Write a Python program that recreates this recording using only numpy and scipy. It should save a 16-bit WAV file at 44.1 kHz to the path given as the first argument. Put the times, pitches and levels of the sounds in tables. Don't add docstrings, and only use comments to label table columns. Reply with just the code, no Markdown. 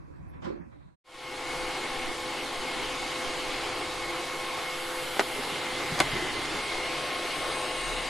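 import sys
import numpy as np
from scipy import signal
from scipy.fft import rfft, irfft, next_fast_len
from scipy.io import wavfile
from scipy.ndimage import uniform_filter1d, map_coordinates

SR = 44100
rng = np.random.default_rng(int(sys.argv[2]) if len(sys.argv) > 2 else 0)


def ratio_of_db(decibels):
    return 10 ** (np.asarray(decibels, float) / 20)


def store_wav(level_fs):
    pcm = np.round(np.clip(np.atleast_2d(level_fs), -1, 1) * 32767)
    wavfile.write(sys.argv[1], SR, pcm.T.astype(np.int16))


N = 356769

FADE_IN_S = (1.04, 1.527)
# time in seconds, left over right in dB.
PAN = [(1, 1), (3.2, 0.5), (3.8, 0.3), (6.3, 0), (7, .9), (8.1, 1.4)]
# time in seconds, level in dB.
NEARNESS = [(1.55, -0.5), (2.2, -0.5), (2.9, 0.5), (3.6, 0.5), (4.3, -0.5), (5, -1), (5.5, 1.1),
            (5.75, 1.5), (5.96, 4.5), (6.1, 3), (6.25, 1.5), (6.55, 3.5), (6.8, 2), (7.35, 1.5), (7.75, 1),
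            (8.09, 2)]
# level in dB, then growth in dB per dB of nearness.
AIR_DB = (-54, -38, -38, -47)
AIR_GROWTH = (1.1, 0.74, 0.9, 0.71)
SCRAPE_DB = (6, 0)
# frequency in Hz, level in dB per Hz.
RUMBLE = [(35, -36), (60, -9.5), (92, -4), (140, -2), (194, -6), (221, -31), (240, 1), (310, -1.5),
          (530, -120)]
HOUSING = [(120, -51), (200, -18.5), (292, -8.5), (339, -3.5), (454, -6.5), (508, -7), (569, -8.5),
           (631, -11), (845, -4.5), (937, -8.5), (1070, -6.5), (1430, -9.5), (1900, -16), (2470, -22.5),
           (4180, -120)]
SUCTION = [(880, -21), (1500, -11.5), (1920, -5.5), (2210, -0.5), (2390, -6), (2970, -3.5), (4590, -8),
           (5010, -11.5), (6000, -18), (7800, -23.5), (13200, -120)]
FIZZ = [(3060, -64), (5200, -0.5), (5710, -2.5), (6870, 1), (7480, -2.5), (8460, 1), (11100, -4.5),
        (12620, -11), (12850, -30), (13100, -46)]
# frequency in Hz, left-right likeness from -1 to 1.
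AIR_ALIKE = [(60, 0.69), (130, 0.8), (280, 0.96), (590, 0.92), (1280, 0.92), (2740, 0.88), (5890, 0.74),
             (12600, 0.52)]
# time in seconds, shaft rate in Hz.
SHAFT = [(1, 169.73), (3.8, 169.75), (4.1, 170.0), (4.8, 170.26), (5.5, 170.24), (5.8, 169.9), (6.2, 170.0),
         (7, 169.75), (8.1, 169.45)]
# shaft order, level in dB.
FAN_LOW = [(2, -54.5), (3, -49), (4, -59.5), (5, -56), (6, -64.5)]
# shaft order, level in dB.
FAN_HIGH = [(42, -65), (44, -57), (46, -65), (47, -52.5), (49, -69), (53, -70), (55, -56), (57, -61),
            (59, -50.5), (61, -57), (62, -63), (63, -50), (64, -59), (65, -59), (66, -62), (67, -56),
            (68, -61), (69, -55), (70, -61), (71, -57)]
# centre in seconds, half length in seconds, gain in dB.
FAN_SHADOWS = [
    (5.5, 0.21, -3),
    (6.35, 0.25, -25),
    (7.75, 0.26, 0.5),
]
# centre in seconds, half length in seconds, gain in dB.
FAN_BEAMS = [
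    (4.3, 0.42, 5.2),
    (5.15, 0.57, 16.5),
    (6, 0.2, 10),
    (7.3, 0.29, 10),
]
# centre in seconds, half length in seconds, gain in dB.
BLADE_BEAMS = [
    (2.7, .5, 4),
    (4.6, .4, 5),
    (5.75, .2, 10),
    (6.82, .2, 17),
    (7.45, .15, 13),
    (7.9, .25, 15),
]
# centre in seconds, half length in seconds, gain in dB.
CAVITY_OPEN = [
    (1.9, .5, 10),
    (2.6, .3, 8),
    (3.65, .3, 12),
    (4.6, .2, 8),
]
# time in seconds, tooth rate in Hz.
GEARS = [(1.3, 360.4), (2.2, 363), (2.7, 361), (3.3, 359.7), (4, 363), (4.5, 360), (5, 359.7), (5.25, 354),
         (5.45, 350), (5.62, 352), (5.85, 338.5), (5.97, 348), (6.2, 340.5), (6.4, 343.5), (6.57, 358),
         (7, 359), (7.5, 360.5), (8.1, 360)]
# tooth order, level in dB.
MESH = [(2, -7.5), (3, -0.5), (3.04, -10.5), (5, -11), (7, -8)]
# centre in seconds, half length in seconds, whine gain in dB.
WHINE_SURGES = [(1.15, 0.26, 3.5), (1.55, 0.29, 5), (2.25, .1, 1), (2.5, .06, -5), (2.75, 0.068, 5),
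                (3.25, .15, 4.5), (3.66, 0.049, -11), (3.8, 0.05, 8), (3.92, 0.036, -10.5), (4.05, .06, 5),
                (4.3, 0.24, 4), (4.7, 0.16, 3.5), (5.15, 0.093, -10), (5.45, 0.078, -6), (5.72, 0.062, -1),
                (5.92, .04, -6), (6.25, 0.041, 4.5), (6.75, 0.17, 8.5), (7, .06, -4), (7.4, 0.16, 7.5),
                (7.65, 0.044, -7), (8, 0.25, 6)]
# centre in seconds, half length in seconds, gain in dB.
LOWER_TURNS = [
    (2.3, 1, -1),
    (3.78, .08, -6),
    (4.3, 0.4, 1.5),
    (5.33, 0.39, -10),
    (6.2, 0.26, -5),
    (7.15, 0.29, 3.5),
    (7.7, 0.27, 5.5),
]
# frequency in Hz, level in dB.
BRUSH = [(35, 0), (70, -10), (140, -9), (150, -5.5)]
# centre in seconds, half length in seconds, gain in dB.
ROLLER_BITES = [
    (1.55, .15, 7),
    (2.15, 0.21, 8),
    (3.1, 0.59, 7.5),
    (4.8, .45, -16),
    (6.15, 0.49, 14),
    (6.98, 0.19, 11),
    (7.52, .1, 8),
    (7.92, 0.16, 15),
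]
# frequency in Hz, level in dB per Hz.
HANDLING = [(2, -1.5), (5, -10), (14, -9), (25, -19), (60, -26.5), (120, -64)]
# start in seconds, level in dB, t60 in seconds, crack in dB, crack top in Hz.
BUMPS = [(5.169, -14, 0.011, -21, 4920), (5.174, -21, .012, -10, 4000), (5.194, -21.5, 0.011, 1, 7500),
         (5.1968, -27, .02, 2, 9000), (5.195, -2, 0.022, -28, 5060), (5.1975, -13, 0.055, -5, 4000),
         (5.2, -14, 0.035, -8, 3000), (5.2041, -18, 0.041, -3, 5000), (5.2102, -14, 0.046, -19, 3000),
         (5.218, -21, .06, -21, 3000), (5.986, -25, .03, -4, 5000), (5.991, -28, 0.018, 7, 8000),
         (6.0011, -14, 0.023, -5.5, 12000), (6.0022, -4.5, 0.03, -8.5, 8000),
         (6.0039, -5.5, 0.048, -7, 3980), (6.0054, -10, 0.037, -2, 3460), (6.008, -6.5, 0.038, -7, 3450),
         (6.011, -20, 0.041, 2, 3500), (6.018, -17, 0.04, -10, 2500), (6.026, -20, 0.024, -6, 3000),
         (6.041, -24, .03, -15, 2000), (6.455, -24, .01, -1, 5990)]
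# frequency in Hz, level in dB.
SHELL = [(330, -9), (425, -2.5), (680, 4.5), (829, -2), (1000, 3), (1227, 4), (1497, 4), (1900, 6),
         (2116, -4), (2815, -6), (6000, -14)]
# frequency in Hz, level in dB.
FLANK = [(330, 3), (393, -7), (619, 2.5), (791, 6), (980, -4), (1130, -1), (1500, 4.5), (2073, 6),
         (2729, -10), (3400, -4), (6000, -12)]
# start in seconds, peak in dB, frequency in Hz.
THUDS = [(5.389, -30, 248), (5.38, -27, 423), (5.5, -32, 420), (5.521, -29, 180), (5.72, -26, 777),
         (5.839, -29, 353), (5.921, -19.5, 156), (6.0, -21, 150), (6.038, -26.5, 143), (6.08, -26, 640),
         (6.129, -25, 146), (6.154, -21.5, 372), (6.16, -30, 230), (6.223, -24, 347), (6.25, -28, 342),
         (6.45, -39, 131), (6.55, -28, 192), (6.665, -28, 399)]
# frequency in Hz, t60 in seconds.
ROOM = [(200, 0.032), (2000, 0.046), (10000, 0.078)]
# centre in seconds, half length in seconds, frequency in Hz, width in Hz, gain in dB.
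FURNITURE = [(1.2, 0.56, 780, 35, 5), (2.5, 1, 263, 14, 6), (4.73, 0.57, 340, 120, -2),
             (4.9, 0.19, 1600, 360, 3), (3.16, 0.22, 6500, 1000, 2), (6, 0.77, 8200, 3630, -0.5),
             (7.8, 0.31, 8400, 250, 3.5), (7.1, 0.44, 7000, 470, -2.5), (7.7, 0.98, 640, 67, 6.5),
             (7.15, 0.3, 900, 61, -6), (8.6, 0.19, 2400, 170, 11), (7.7, 0.34, 9100, 1100, 5),
             (7.64, 0.36, 5630, 250, -1.5), (7.9, 0.45, 3900, 180, 5), (8, 0.15, 11000, 210, -11),
             (7.7, 0.27, 7450, 250, -3), (7.9, 0.25, 6600, 280, 2), (7.85, 0.21, 2800, 140, 8),
             (6.1, 0.24, 1800, 250, 3), (4.9, 0.13, 680, 150, 0.5), (1.3, 0.52, 80, 33, 7),
             (3.85, .3, 75, 33, 8.5), (5.6, 0.14, 160, 65, 0)]

# frequency in Hz, level in dB per Hz.
QUIET_LOW = [(12, -56), (20, -23), (70, 0), (103, -11.5), (150, -7), (190, -13.5), (230, -39), (300, -66),
             (510, -120)]
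QUIET_RAIL = [(120, -48), (230, -13.5), (330, -12), (420, -22), (555, -16), (650, -40), (840, -71),
              (1430, -120)]
QUIET_MID = [(350, -35), (600, -5), (829, -6.5), (1100, -6.5), (1330, -11.5), (1820, -13.5), (2640, -19.5),
             (2900, -36), (3770, -56), (6380, -120)]
QUIET_HIGH = [(1650, -34), (2800, -8), (3110, 2), (6280, -15), (7870, -13), (9000, -29), (12500, -41),
              (16200, -63), (22000, -120)]
# frequency in Hz, level in dB per Hz.
HISS = [(2600, -38), (3000, -1), (5000, -2), (8000, -5.5), (13000, -11), (13300, -62)]
# frequency in Hz, left-right likeness from -1 to 1.
QUIET_ALIKE = [(60, -0.56), (170, -0.21), (510, -0.98), (1490, -0.19), (4340, 0.021), (12600, -0.3)]
# start in seconds, strength in dB.
TUGS = [
    (.125, -22),
    (.195, -24),
    (.33, -12),
    (.418, -2.5),
    (0.44, 1),
    (.475, -14),
    (.55, -11),
    (.71, -12),
    (.8, -14),
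    (.87, -12),
]
# rest in dB, tugged level in dB, t60 in seconds, rise in seconds.
QUIET_REST_DB = (-46, -54, -60, -91)
TUG_DB = (-44, -33, -39, -49.5)
TUG_T60_S = (0.25, 0.49, 0.46, 0.24)
TUG_RISE_S = (.012, 0.021, 0.0084, 0.0064)
# centre in seconds, level in dB, frequency in Hz, width in Hz, length in seconds.
CLAWS = [
    (.3, -72, 11300, 1300, .016),
    (.36, -73, 3600, 1700, .04),
    (.422, -70, 7000, 3400, .006),
    (.47, -66, 5000, 2600, .04),
    (.445, -63, 5500, 1800, .012),
    (.53, -70, 4300, 1300, .05),
    (.44, -80, 11000, 1100, .03),
    (.86, -67, 4000, 1900, .13),
    (.9, -76, 8500, 4000, .2),
]
# start in seconds, level in dB, frequency in Hz.
RAIL_RINGS = [(.445, -29.5, 184), (.452, -38, 517), (.455, -35, 1006), (.476, -24.5, 340),
              (.497, -33.5, 404), (.5, -35, 315), (.555, -34, 346), (.53, -36, 227), (0.6, -30.5, 170),
              (.67, -37, 230), (0.721, -42, 120), (.76, -38, 290), (.86, -38, 180)]
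# frequency in Hz, level in dB.
APPLIANCE = [(990, -69), (1110, -72)]
# time in seconds, gain.
FADE_OUT = [(.5, 1), (.945, .17), (.958, 0)]
# frequency in Hz, mid in dB, side in dB.
SPARED = [(2800, -30, -30), (3500, -7, -5), (5000, -5.5, -3.5), (5600, -3.6, 0), (9000, -2.2, .6),
          (11000, -1.5, .4), (11900, -1, .6), (12200, -3, 1), (12700, -4, 1), (13000, 3, 6)]
# time in seconds, share from 0 to 1.
ISLAND_SHARE = [(1, .5), (4.3, .45), (4.7, .12), (5.5, .15), (5.8, .45), (6.9, .42), (7.2, .2), (8.1, .28)]


def airflow(turning):
    near_db, = curves(NEARNESS)
    rumble_db, housing_db, suction_db, fizz_db = [db + grows * near_db for db, grows in zip(AIR_DB, AIR_GROWTH)]
    swell = wobble(5)
    chop = 1 + 0.026 * np.sin(2 * np.pi * np.cumsum(turning) / SR)
    rumble_db = rumble_db + SCRAPE_DB[0] * load() + 0.65 * wobble(19)
    housing_db = housing_db + SCRAPE_DB[1] * load() + 0.5 * swell
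    rumble = ratio_of_db(rumble_db) * rush(RUMBLE, AIR_ALIKE, patchy_db=0.5)
    housing = ratio_of_db(housing_db) * rush(HOUSING, AIR_ALIKE, patchy_db=1.0)
    suction = ratio_of_db(suction_db + 0.5 * swell) * rush(SUCTION, AIR_ALIKE, patchy_db=1.38)
    fizz = ratio_of_db(fizz_db + 0.17 * swell) * rush(FIZZ, AIR_ALIKE, patchy_db=1.0)
    return rumble + chop * (housing + suction + fizz)


def fan(turning):
    low_db = 4.5 + swells(FAN_SHADOWS)
    high_db = -19.5 + swells(FAN_BEAMS)
    low = sum(ratio_of_db(db) * tone(k * turning, flutter_db=1.5, flutter_rate=8, lag=0.059) for k, db in FAN_LOW)
    turning = turning + 0.05 * wobble(12)
    high = sum(ratio_of_db(db) * tone(k * turning, flutter_db=1.5, flutter_rate=6, lag=0.4) for k, db in FAN_HIGH)
    return ratio_of_db(low_db) * low + ratio_of_db(high_db) * high


def drive():
    teeth, = curves(GEARS)
    whine_db = -50 + 5 * load() + swells(WHINE_SURGES)
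    lower_db = -47 - 2 * load() + swells(LOWER_TURNS)
    whine_hz = 6 * teeth + 4 * wobble(8) + 10 * wobble(60)
    whine = tone(whine_hz, flutter_db=3, flutter_rate=30, lag=0.2)
    fuzz_hz = 6 * teeth + 25 + 30 * wobble(90)
    whine += ratio_of_db(-5) * tone(fuzz_hz, flutter_db=2.5, flutter_rate=14, lag=0.2)
    steady = 359.8 + 0.25 * (teeth - 360) + 0.8 * wobble(9) + 2 * wobble(40)
    lower = sum(ratio_of_db(db) * tone(k * steady, flutter_db=2.0, flutter_rate=14, lag=0.11) for k, db in MESH)
    return ratio_of_db(whine_db) * whine + ratio_of_db(lower_db) * lower


def load():
    free_hz, stall_hz = 360, 343
    return np.clip((free_hz - curves(GEARS)[0]) / (free_hz - stall_hz), 0, 1)


def knocks():
    second_leg_s = 5.6
    shell, jolts = np.zeros(N + SR), np.zeros(N + SR)
    t = np.arange(SR // 5) / SR
    soft = 1 - np.exp(-t / 0.00008)
    for s, db, t60, crack_db, top_hz in BUMPS:
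        ring = np.zeros(len(t))
        for hz, level in (SHELL if s < second_leg_s else FLANK):
            ring_db = level + rng.normal(0, 3.0) - 60 * t / t60 * (hz / 500) ** 0.67
            ring += ratio_of_db(ring_db) * np.sin(2 * np.pi * hz * rng.normal(1, 0.017) * t) * soft
        burst = ratio_of_db(-60 * t / 0.016) * rng.standard_normal(len(t))
        crack = signal.lfilter(*signal.butter(4, min(top_hz, 20000), fs=SR), burst)
        shell[round(s * SR):][:len(t)] += ratio_of_db(db - 16.5) * (ring + ratio_of_db(crack_db + 18.0) * crack)
    for s, db, hz in THUDS:
        push = ratio_of_db(db - 2.0 - 60 * t / 0.066) * (1 - np.exp(-t / 0.002))
        jolts[round(s * SR):][:len(t)] += push * np.sin(2 * np.pi * hz * t)
    small = signal.butter(3, 260, "high", fs=SR)
    return (signal.lfilter(*small, shell) + jolts)[:N]


def brush():
    hum_db = -60.5 + swells(ROLLER_BITES)
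    speed = 1 + 0.0404 * wobble(4)
    rough = 1 + 0.06 * np.sin(9 * wobble(20))
    hum = sum(ratio_of_db(db) * tone(hz * speed * rough, flutter_db=4, flutter_rate=9, lag=0.39) for hz, db in BRUSH[1:])
    beat = tone(BRUSH[0][0] * speed, flutter_db=4.0, flutter_rate=5.4, lag=0.44)
    sway = ratio_of_db(-49.5 + 2.0 * wobble(2.88)) * rush(HANDLING, [(10, 0.26)], patchy_db=3.5)
    return ratio_of_db(hum_db) * beat + ratio_of_db(-56) * hum + sway


def cavity():
    whistle = tone(780 + 9 * wobble(30), flutter_db=2.0, flutter_rate=9, lag=0.1)
    blade = tone(12 * curves(SHAFT)[0] + 5 * wobble(40), flutter_db=2.5, flutter_rate=12, lag=0.2)
    return ratio_of_db(-60 + swells(CAVITY_OPEN)) * whistle + ratio_of_db(-64 + swells(BLADE_BEAMS)) * blade


def passing(x):
    hz, t, z = signal.stft(x, SR, nperseg=1024)
    db = sum(d * np.exp(-((hz[:, None] - c) / w) ** 2 - ((t - s) / half) ** 4) for s, half, c, w, d in FURNITURE)
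    return signal.istft(z * ratio_of_db(db), SR, nperseg=1024)[1][:, :N]


def room(x):
    hz, t, z = signal.stft(rng.standard_normal((2, SR // 2)), SR, nperseg=256)
    tail = signal.istft(z * ratio_of_db(-60 * t / along(ROOM, hz)[:, None]), SR, nperseg=256)[1]
    tail = tail / np.linalg.norm(tail[0])
    return signal.fftconvolve(np.pad(x, (200, 0))[None], tail, axes=1)[:, :N]


def quiet_room():
    def noise(spectrum):
        return rush(spectrum, QUIET_ALIKE, patchy_db=1.8, size=SR)

    t = np.arange(SR) / SR
    low = tugged(layer=0) * noise(QUIET_LOW)
    rail = tugged(layer=1) * ratio_of_db(1.9 * wobble(61.2)) * noise(QUIET_RAIL)
    mid = tugged(layer=2) * noise(QUIET_MID)
    high = tugged(layer=3, grows=1.7) * noise(QUIET_HIGH) + ratio_of_db(-77.0) * noise(HISS)
    hum = sum(ratio_of_db(db) * tone(hz + 6 * wobble(30), flutter_db=3.5, flutter_rate=13, lag=1.13)
              for hz, db in APPLIANCE)
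    for s, db, hz, width, length in CLAWS:
        band = [(max(hz - 2 * width, 1), -60), (hz, 0), (hz + 2 * width, -60)]
        high[:, :SR] += ratio_of_db(db) * np.exp(-((t - s) / length) ** 2) * noise(band)[:, :SR]
    return curves(FADE_OUT)[0] * (low + rail + mid + high + hum + rail_knocks())


def tugged(layer, grows=1):
    t = np.arange(SR) / SR
    power = np.full(N, ratio_of_db(2 * QUIET_REST_DB[layer]))
    for s, db in TUGS:
        after = np.clip(t - s, 0, None)
        decay = ratio_of_db(TUG_DB[layer] + grows * db - 60 * after / TUG_T60_S[layer])
        power[:SR] += (decay * (1 - np.exp(-after / TUG_RISE_S[layer]))) ** 2
    return np.sqrt(power)


def rail_knocks():
    t60, rise = 0.16, 0.0031
    rings = np.zeros(SR)
    for s, db, hz in RAIL_RINGS:
        after = np.clip(np.arange(SR) / SR - s, 0, None)
        rings += ratio_of_db(db - 60 * after / t60) * (1 - np.exp(-after / rise)) * np.sin(2 * np.pi * hz * after)
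    return np.pad(rings, (0, N - SR)) * [[-0.2], [1]]


def rush(spectrum, alike, patchy_db, size=N):
    z = signal.stft(rng.standard_normal((2, size)), nperseg=512)[2]
    field = uniform_filter1d(rng.standard_normal(z.shape[1:]), size=6, axis=0)
    field = uniform_filter1d(field, size=12, axis=1)
    pair = signal.istft(z * ratio_of_db(patchy_db * unit(field)), nperseg=512)[1][:, :size]
    m = next_fast_len(size)
    hz = np.fft.rfftfreq(m, 1 / SR)
    turn = np.arccos(np.clip(along(alike, hz), -1, 1)) / 2
    shaped = rfft(pair, m) * ratio_of_db(along(spectrum, hz)) * [np.cos(turn), np.sin(turn)]
    mid, side = irfft(shaped, m)[:, :size]
    return np.pad(unit(np.array([mid + side, mid - side])), ((0, 0), (0, N - size)))


def tone(hz, flutter_db, flutter_rate, lag):
    phase = 2 * np.pi * ((np.cumsum(hz) / SR + rng.random()) % 1)
    flutter = np.exp((flutter_db * np.log(10) / 20 * wobble(flutter_rate)).astype(np.float32))
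    return np.sqrt(2) * flutter * np.sin((phase + [[lag], [-lag]]).astype(np.float32))


def swells(rows):
    t = np.arange(0, N / SR + 0.02, 0.01)
    humps = sum(db * np.exp(-((t - s) / half) ** 2) for s, half, db in rows)
    return np.interp(np.arange(N) / SR, t, humps)


def wobble(rate):
    coarse = np.arange(0, N + 64, 64)
    knots = rng.standard_normal(int(N * 200 / SR))
    return np.interp(np.arange(N), coarse, map_coordinates(knots, [coarse * min(rate, 190) / SR]))


def curves(rows):
    s, *cols = np.transpose(rows)
    return [np.interp(np.arange(N) / SR, s, c) for c in cols]


def along(points, hz):
    f, v = np.transpose(points)
    return np.interp(np.log(hz + 1), np.log(f + 1), v)


def unit(x):
    return x / np.sqrt(np.mean(x ** 2) + 1e-20)


def scene():
    turning, = curves(SHAFT)
    hits = knocks()
    robot = passing(airflow(turning)) + fan(turning) + drive() + brush() + cavity()
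    robot = robot + hits + ratio_of_db(-8.0) * room(hits)
    fade = np.interp(np.arange(N) / SR, FADE_IN_S, (0, 1))
    return quiet_room() * ratio_of_db([[-1.5], [1.5]]) + fade * robot * ratio_of_db(curves(PAN)[0] * [[0.5], [-0.5]])


def thinned(x):
    def blur(v, bands, frames):
        return uniform_filter1d(uniform_filter1d(v, bands, axis=1), frames, axis=2)

    edge_hz, island_top_hz = 12100, 12620
    hz, t, z = signal.stft(np.array([x[0] + x[1], x[0] - x[1]]) / 2, SR, nperseg=1024)
    starts = np.arange(0, len(hz), 3)
    band_hz = hz[starts, None]
    power = abs(blur(np.add.reduceat(abs(z) ** 2, starts, axis=1), 1, 4)) + 1e-20
    usual = np.exp(blur(np.log(power), 11, 25))
    drift_db = 1.5 * unit(blur(rng.standard_normal(power.shape), 2, 6))
    knots, *margins = np.transpose(SPARED)
    margin_db = [np.interp(hz[starts], knots, m)[:, None] for m in margins]
    need = usual * ratio_of_db(2 * (drift_db + margin_db))
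    held = np.repeat(rng.random((len(starts), len(t))), 7, axis=1)[:, :len(t)]
    island = (held < np.interp(t, *np.transpose(ISLAND_SHARE))) & (band_hz < island_top_hz)
    struck = power[0, 75:92].sum(axis=0) > 4 * usual[0, 75:92].sum(axis=0)
    kept = (band_hz < edge_hz) | island | struck | (t < FADE_IN_S[0])
    mask = ((power > need) & kept)[:, np.arange(len(hz)) // 3]
    mid, side = signal.istft(z * mask, SR, nperseg=1024)[1][:, :N]
    return np.array([mid + side, mid - side])


def top_cut(x):
    return signal.sosfilt(signal.butter(12, 13250, fs=SR, output="sos"), x)


def record(dry):
    band = signal.butter(12, 13000, fs=SR, output="sos")
    mix = signal.sosfiltfilt(band, thinned(dry))
    return top_cut(mix)


dry = scene()
out = record(dry)
store_wav(out)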